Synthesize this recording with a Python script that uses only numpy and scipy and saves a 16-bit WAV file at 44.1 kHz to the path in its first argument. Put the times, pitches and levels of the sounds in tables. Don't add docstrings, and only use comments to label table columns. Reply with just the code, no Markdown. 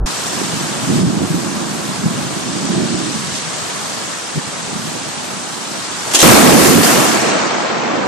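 import sys
import numpy as np
from scipy import signal
from scipy.fft import rfft, irfft, next_fast_len
from scipy.io import wavfile
from scipy.ndimage import uniform_filter1d

SR = 44100
rng = np.random.default_rng(int(sys.argv[2]) if len(sys.argv) > 2 else 0)


def gain_from_decibels(decibels):
    exponent = np.asarray(decibels, float) / 20
    return 10 ** exponent


def transcribe(u):
    v = np.clip(np.atleast_2d(u).T, -1, 1)
    q = np.round(v * 32767).astype(np.int16)
    wavfile.write(sys.argv[1], SR, q)


N = 355970
T = np.arange(N) / SR
SLOW = T[::32]
CUT_S = 0.06


# [onset t/s, peak level/dB, decay t60/s]
CRACKS = [
    (6.112, -14.5, 0.13),
    (6.1345, -4, 0.073),
    (6.146, 6, 0.043),
    (6.151, 1.5, 0.035),
    (6.161, -8, 0.32),
    (6.188, 0, 0.051),
    (6.2, 1, .06),
    (6.213, 0, 0.16),
    (6.8277, -5, .08),
]
# [f/Hz, level/dB per Hz]
CRACK_COLOUR = [(60, -65), (130, -30), (300, -2.5), (1200, -10.5), (2300, -11.5), (3200, -5), (4200, -9.5),
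                (6300, -5.5), (8500, -9.5), (12400, -18), (14000, -27)]


def cracks():
    t = T[::8]
    shape = 0
    for s, db, t60 in CRACKS:
        decay = gain_from_decibels(db - 60 * np.maximum(t - s, 0) / t60)
        shape = shape + decay * np.clip((t - s) / 0.0034, 0, 1)
    shocks = patter(rate=4100, spread_db=-1.0, share=0.3)
    tear = unit(irfft(colour(shocks, CRACK_COLOUR)[0])[:N])
    return gain_from_decibels(-6.5) * np.interp(T, t, shape) * tear


# [t/s, level/dB, extra distance of the part of the channel heard/m]
ROLL = [
    (6.232, 6.5, 0),
    (6.32, 6, 2),
    (6.45, 2, 10),
    (6.81, -5.5, 1.5),
    (6.85, -1, 0),
    (7.15, -3.5, 31),
    (7.4, -4, 124),
    (7.6, -6, 182),
    (8.07, -6, 297),
]
# [f/Hz, level/dB per Hz]
ROLL_COLOUR = [(18, -63), (30, -39), (117, -9), (222, -1), (371, -3.5), (411, -8.5), (467, -6), (722, -9),
               (982, -12.5), (1090, -11.5), (3360, -19.5), (8470, -19), (13800, -23)]
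# [peak t/s, level/dB, rise/s, fall/s], rise and fall over 10 dB
BOOMS = [
    (6.25, 5, .3, 0.53),
    (6.6, -2, .3, 0.27),
    (6.81, 0, 0.27, 0.022),
    (6.99, -7, 0.11, 0.062),
    (7.25, -11.5, 0.15, 0.31),
    (7.7, -21, 0.59, 0.61),
    (8.02, -11, 0.36, .2),
]
# [peak t/s, level/dB, rise/s, fall/s]
RIPS = [
    (6.3, -1, 0.071, 0.045),
    (6.65, 2, 0.091, 0.19),
    (6.85, -5, 0.039, 0.085),
]
# [f/Hz where booms are full, f/Hz where they vanish]
BOOM_TOP_HZ = [260, 940]
# [f/Hz where rips begin, f/Hz where they are full]
RIP_FROM_HZ = [570, 22000]
# [f/Hz, loss/dB per 100 m]
TREBLE_LOSS = [(950, 0), (3000, 2), (6900, 4), (8200, 7), (9700, 20), (11500, 21), (13800, 41)]


def roll():
    strike_s = 6.226
    level_db, metres = curve(ROLL)
    boom_db, rip = swells(BOOMS, -25), gain_from_decibels(swells(RIPS, -35))
    lumps = walk(rate=18)
    out, size = np.zeros(N), 2 * SR
    shocks = patter(rate=1500, spread_db=1.5, share=0.26, size=size)
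    for hz, band in bands(shocks, ROLL_COLOUR, count=4):
        low, high = along(hz, BOOM_TOP_HZ, [1, 0]), along(hz, RIP_FROM_HZ, [0, 1])
        boom_weight = along(hz, [90, 220], [1.3, 1]) * low
        body = gain_from_decibels(boom_weight * boom_db + (1 - low) * level_db - 2.4 * high)
        loss_db = along(hz, *np.transpose(TREBLE_LOSS)) * metres / 100
        band_db = 20 * np.log10(body + 0.53 * high * rip)
        band_db = band_db + 0.4 * lumps + 0.9 * walk(rate=25) - loss_db
        out[-size:] += band * gain_of(band_db)[-size:]
    return out * gain_from_decibels(-8.0) * np.clip((T - strike_s) / 0.0019, 0, 1)


# [t/s, level/dB, spray blown past the shelter/dB]
RAIN = [(0.07, -33, -0.5), (0.98, -33.5, -1), (1.04, -36.5, -1.5), (1.28, -36, -2.5), (1.43, -34.5, -2),
        (2.3, -35, -1), (2.71, -35.5, 1), (3.06, -35.5, 0.5), (3.45, -36, 1), (3.8, -34.5, -1),
        (4.05, -36, -.5), (4.8, -36, -0.5), (5.13, -36, 0), (5.6, -36.5, -1), (6.03, -34.5, -0.5),
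        (6.1, -32, -1.5)]
# [f/Hz, level/dB per Hz]
RAIN_COLOUR = [(30, -43), (80, -14), (160, -4), (300, -4.5), (620, -2), (1100, -2), (1700, -5), (2100, -8),
               (4000, -7), (8300, -7), (9500, -14), (11000, -18), (13000, -22), (14000, -28)]


def rain():
    mist_per_spray = 1.8
    level_db, spray_db = curve(RAIN)
    sheets = walk(rate=6) + 5 * np.exp(-((SLOW - 3.36) / 0.035) ** 2)
    drops = patter(rate=2500, spread_db=4.0, share=0.1)
    out = 0
    for hz, band in bands(drops, RAIN_COLOUR):
        high, top = along(hz, [1400, 2600], [0, 1]), along(hz, [8000, 12000], [0, 1])
        band_db = (high - mist_per_spray * top) * spray_db + 0.1 * top
        band_db = band_db + 0.58 * high * sheets + 0.6 * walk(rate=10)
        out = out + band * gain_of(band_db)
    return out * gain_of(level_db + duck_db() + 2.0)


# [peak t/s, level/dB, rise/s, fall/s, share of small tight eddies/dB]
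GUST = [(.07, -31.5, .01, 0.04, 2), (.3, -31.5, .07, .4, -2), (.56, -27, 0.22, .22, -3),
        (.94, -19.5, 0.084, 0.3, -3), (1.08, -19.5, 0.16, 0.088, -1), (1.24, -20.5, 0.058, .035, 2),
        (1.35, -23.5, 0.064, 0.16, 1), (1.6, -30.5, 0.22, 1, 3), (2.065, -17, 0.028, 0.015, -2.5),
        (2.2, -26.5, 0.31, 0.2, -5), (2.78, -23, 0.28, 0.27, 3.5), (2.95, -28, 0.32, 0.51, -7),
        (3.63, -35, .02, 0.018, -8), (4.03, -37, 0.2, 0.08, -1), (4.369, -22, 0.015, 0.018, 1.5),
        (4.49, -30, 0.028, 0.012, -8), (4.74, -32.5, 0.13, .3, -8), (4.95, -35, 0.14, 0.34, 0.5),
        (5.35, -36.5, 0.23, 0.37, 2), (5.72, -39.5, .12, 0.16, 6.5), (5.91, -36, 0.026, .05, 2),
        (6.08, -38, 0.048, 0.55, -2)]
# [f/Hz, level/dB per Hz]
GUST_COLOUR = [(18, -68), (30, -45), (91, -14.5), (152, -2), (178, -1), (226, -1.5), (352, -6),
               (524, -25.5), (579, -19), (900, -28), (1170, -54), (1980, -120)]
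# [t/s, peak level/dB, f/Hz, length/s]
THUMPS = [(0.415, -2, 328, 0.0041), (0.535, -6, 185, 0.014), (0.997, -8, 159, 0.0081),
          (1.069, -1, 166, 0.014), (1.124, -10, 180, 0.013), (1.302, -5.5, 172, 0.019),
          (1.34, -4, 304, 0.013), (1.564, -8.5, 232, 0.013), (2.05, -20, 103, 0.012),
          (2.05, -11, 184, 0.013), (2.111, -10, 229, 0.009), (2.149, -15, 194, 0.011),
          (3.281, -11, 159, 0.014), (3.314, -16, 127, 0.023), (4.357, -11, 188, 0.016),
          (4.372, -5.5, 155, 0.016)]


def wind():
    lull_db = -48
    gust_db = swells([row[:4] for row in GUST], lull_db)
    tight = [(s, db + share_db, rise, fall) for s, db, rise, fall, share_db in GUST]
    tight_db = swells(tight, lull_db) - gust_db
    out = 0
    for hz, band in bands(rng.standard_normal(N), GUST_COLOUR):
        if hz > 1500:
            break
        tilt = along(hz, [150, 300], [-0.5, 0.8])
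        out = out + band * gain_of(tilt * tight_db + 0.78 * walk(rate=22))
    out = out * gain_of(gust_db + duck_db() + 0.61 * walk(rate=58) - 4.5)
    for s, db, hz, length in THUMPS:
        near = slice(int((s - length) * SR), int((s + 2 * length) * SR))
        t = T[near] - s - length / 2
        envelope = np.exp(-(2 * t / length) ** 2)
        out[near] += gain_from_decibels(db - 10.5) * envelope * np.sin(2 * np.pi * hz * t)
    return out


# [f/Hz, level/dB per Hz]
BEFORE = [(12, -18), (30, 2), (60, -4.5), (150, -20), (442, -26.5), (604, -33), (1370, -38), (1900, -55),
          (2150, -100), (4620, -120)]


def far_rumble():
    rumble = irfft(colour(rng.standard_normal(N), BEFORE)[0])[:N]
    rumble = rumble / np.std(rumble[T < CUT_S])
    return gain_from_decibels(-15) * rumble * np.clip((CUT_S - T) / 0.0007 + 1, 0, 1)


# [t/s, gain/dB]
RAIN_DUCK = [
    (6.14, 7.5),
    (6.25, -16),
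    (7.2, -28),
    (7.85, -20),
    (8.07, -5.5),
]


def duck_db():
    return curve(RAIN_DUCK)[0]


def curve(table):
    s, *columns = np.transpose(table)
    return [np.interp(SLOW, s, c) for c in columns]


def along(hz, points_hz, values):
    return np.interp(np.log(np.maximum(hz, 1)), np.log(points_hz), values)


def unit(x):
    return x / np.sqrt(np.mean(x ** 2))


def gain_of(db):
    return np.interp(T, SLOW, gain_from_decibels(db))


def swells(table, floor_db):
    power = gain_from_decibels(2 * floor_db)
    for s, db, rise, fall in table:
        slope = np.maximum((s - SLOW) / rise, (SLOW - s) / fall)
        power = power + gain_from_decibels(2 * db - 20 * slope)
    return 10 * np.log10(power)


def walk(rate):
    k = int(len(SLOW) / T[-1] / rate)
    held = np.repeat(rng.standard_normal(len(SLOW) // k + 1), k)
    return uniform_filter1d(uniform_filter1d(held, k), k)[:len(SLOW)]


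def patter(rate, spread_db, share, size=N):
    strikes = rng.random(size) < rate / SR
    force = gain_from_decibels(spread_db * np.minimum(rng.exponential(size=size), 3.0))
    hits = strikes * force * rng.standard_normal(size)
    return np.sqrt(share) * unit(hits) + np.sqrt(1 - share) * rng.standard_normal(size)


def colour(x, table):
    size = next_fast_len(len(x))
    hz = np.arange(size // 2 + 1) * SR / size
    return rfft(x, size) * gain_from_decibels(along(hz, *np.transpose(table))), hz


def bands(x, table, count=2):
    spectrum, hz = colour(x, table)
    octave = np.log2(np.maximum(hz, 1))
    whole = np.std(irfft(spectrum))
    for centre in np.arange(5, 14.1, 1 / count):
        window = np.clip(1 - count * abs(octave - centre), 0, 1)
        yield 2 ** centre, irfft(spectrum * window)[:len(x)] / whole


def scene():
    mono = rain() + wind() + cracks() + roll()
    return np.array([mono, mono])


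# [f/Hz, early tap gain, late tap gain, phase lead/rad, share left coherent 0-1]
SPREAD = [(40, .25, 0, 0, .4), (90, .9, 0, 0, .95), (430, .88, 0, .43, .97), (1000, .82, .03, .25, .9),
          (1400, .82, .05, .17, .72), (2600, .84, .12, .1, .4), (5500, .62, .52, 0, .33),
          (7700, .62, .64, 0, .4), (8400, .22, .26, 0, .2), (10000, .32, .32, 0, .2),
          (13000, .42, .42, 0, .2)]


def spread(mid):
    early_delay, late_delay = 71.5, 178
    hz, early, late, lead, intact = np.transpose(SPREAD)
    f, _, z = signal.stft(mid, SR, nperseg=1024)
    kept = np.clip(along(f, hz, intact), 0, 1)[:, None]
    scramble = np.exp(2j * np.pi * rng.random(z.shape))
    z = z * (np.sqrt(kept) + 1.45 * np.sqrt(1 - kept) * scramble)
    worn = signal.istft(z, SR, nperseg=1024)[1][:N]
    size = next_fast_len(N)
    turn = 2j * np.pi * np.arange(size // 2 + 1) / size
    f = turn.imag * SR / (2 * np.pi)
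    taps = along(f, hz, early) * np.exp(1j * along(f, hz, lead) - turn * early_delay)
    taps = taps - along(f, hz, late) * np.exp(-turn * late_delay)
    return irfft(rfft(worn, size) * taps, size)[:N]


# [f/Hz, level/dB]
LINE_STEP = [(1000, -89.5), (5000, -63.5), (8000, -63), (9500, -58), (11500, -58.5), (13500, -57.5)]


def thin(x):
    f, s, z = signal.stft(x, SR, window="cosine", nperseg=2048)
    whim = uniform_filter1d(rng.standard_normal((65, len(s))), size=3)
    whim = np.repeat(whim, 16, axis=0)[:len(f)]
    step = gain_from_decibels(along(f, *np.transpose(LINE_STEP))[:, None] + 4.0 * whim)
    size = np.abs(z) / step + 1e-9
    z = z * np.floor(size + 0.4) / size
    return signal.istft(z, SR, window="cosine", nperseg=2048)[1][..., :N]


def band_limit(x):
    return signal.sosfilt(signal.butter(12, 13940, fs=SR, output="sos"), x)


def record(dry):
    mid = 0.95 * np.tanh(1.15 * dry[0])
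    mid, side = thin(np.array([mid, spread(mid)])) * (T > CUT_S)
    mid = mid + far_rumble()
    mix = np.clip(np.array([mid + side, mid - side]), -1, 1)
    return band_limit(mix)


dry = scene()
out = record(dry)
transcribe(out)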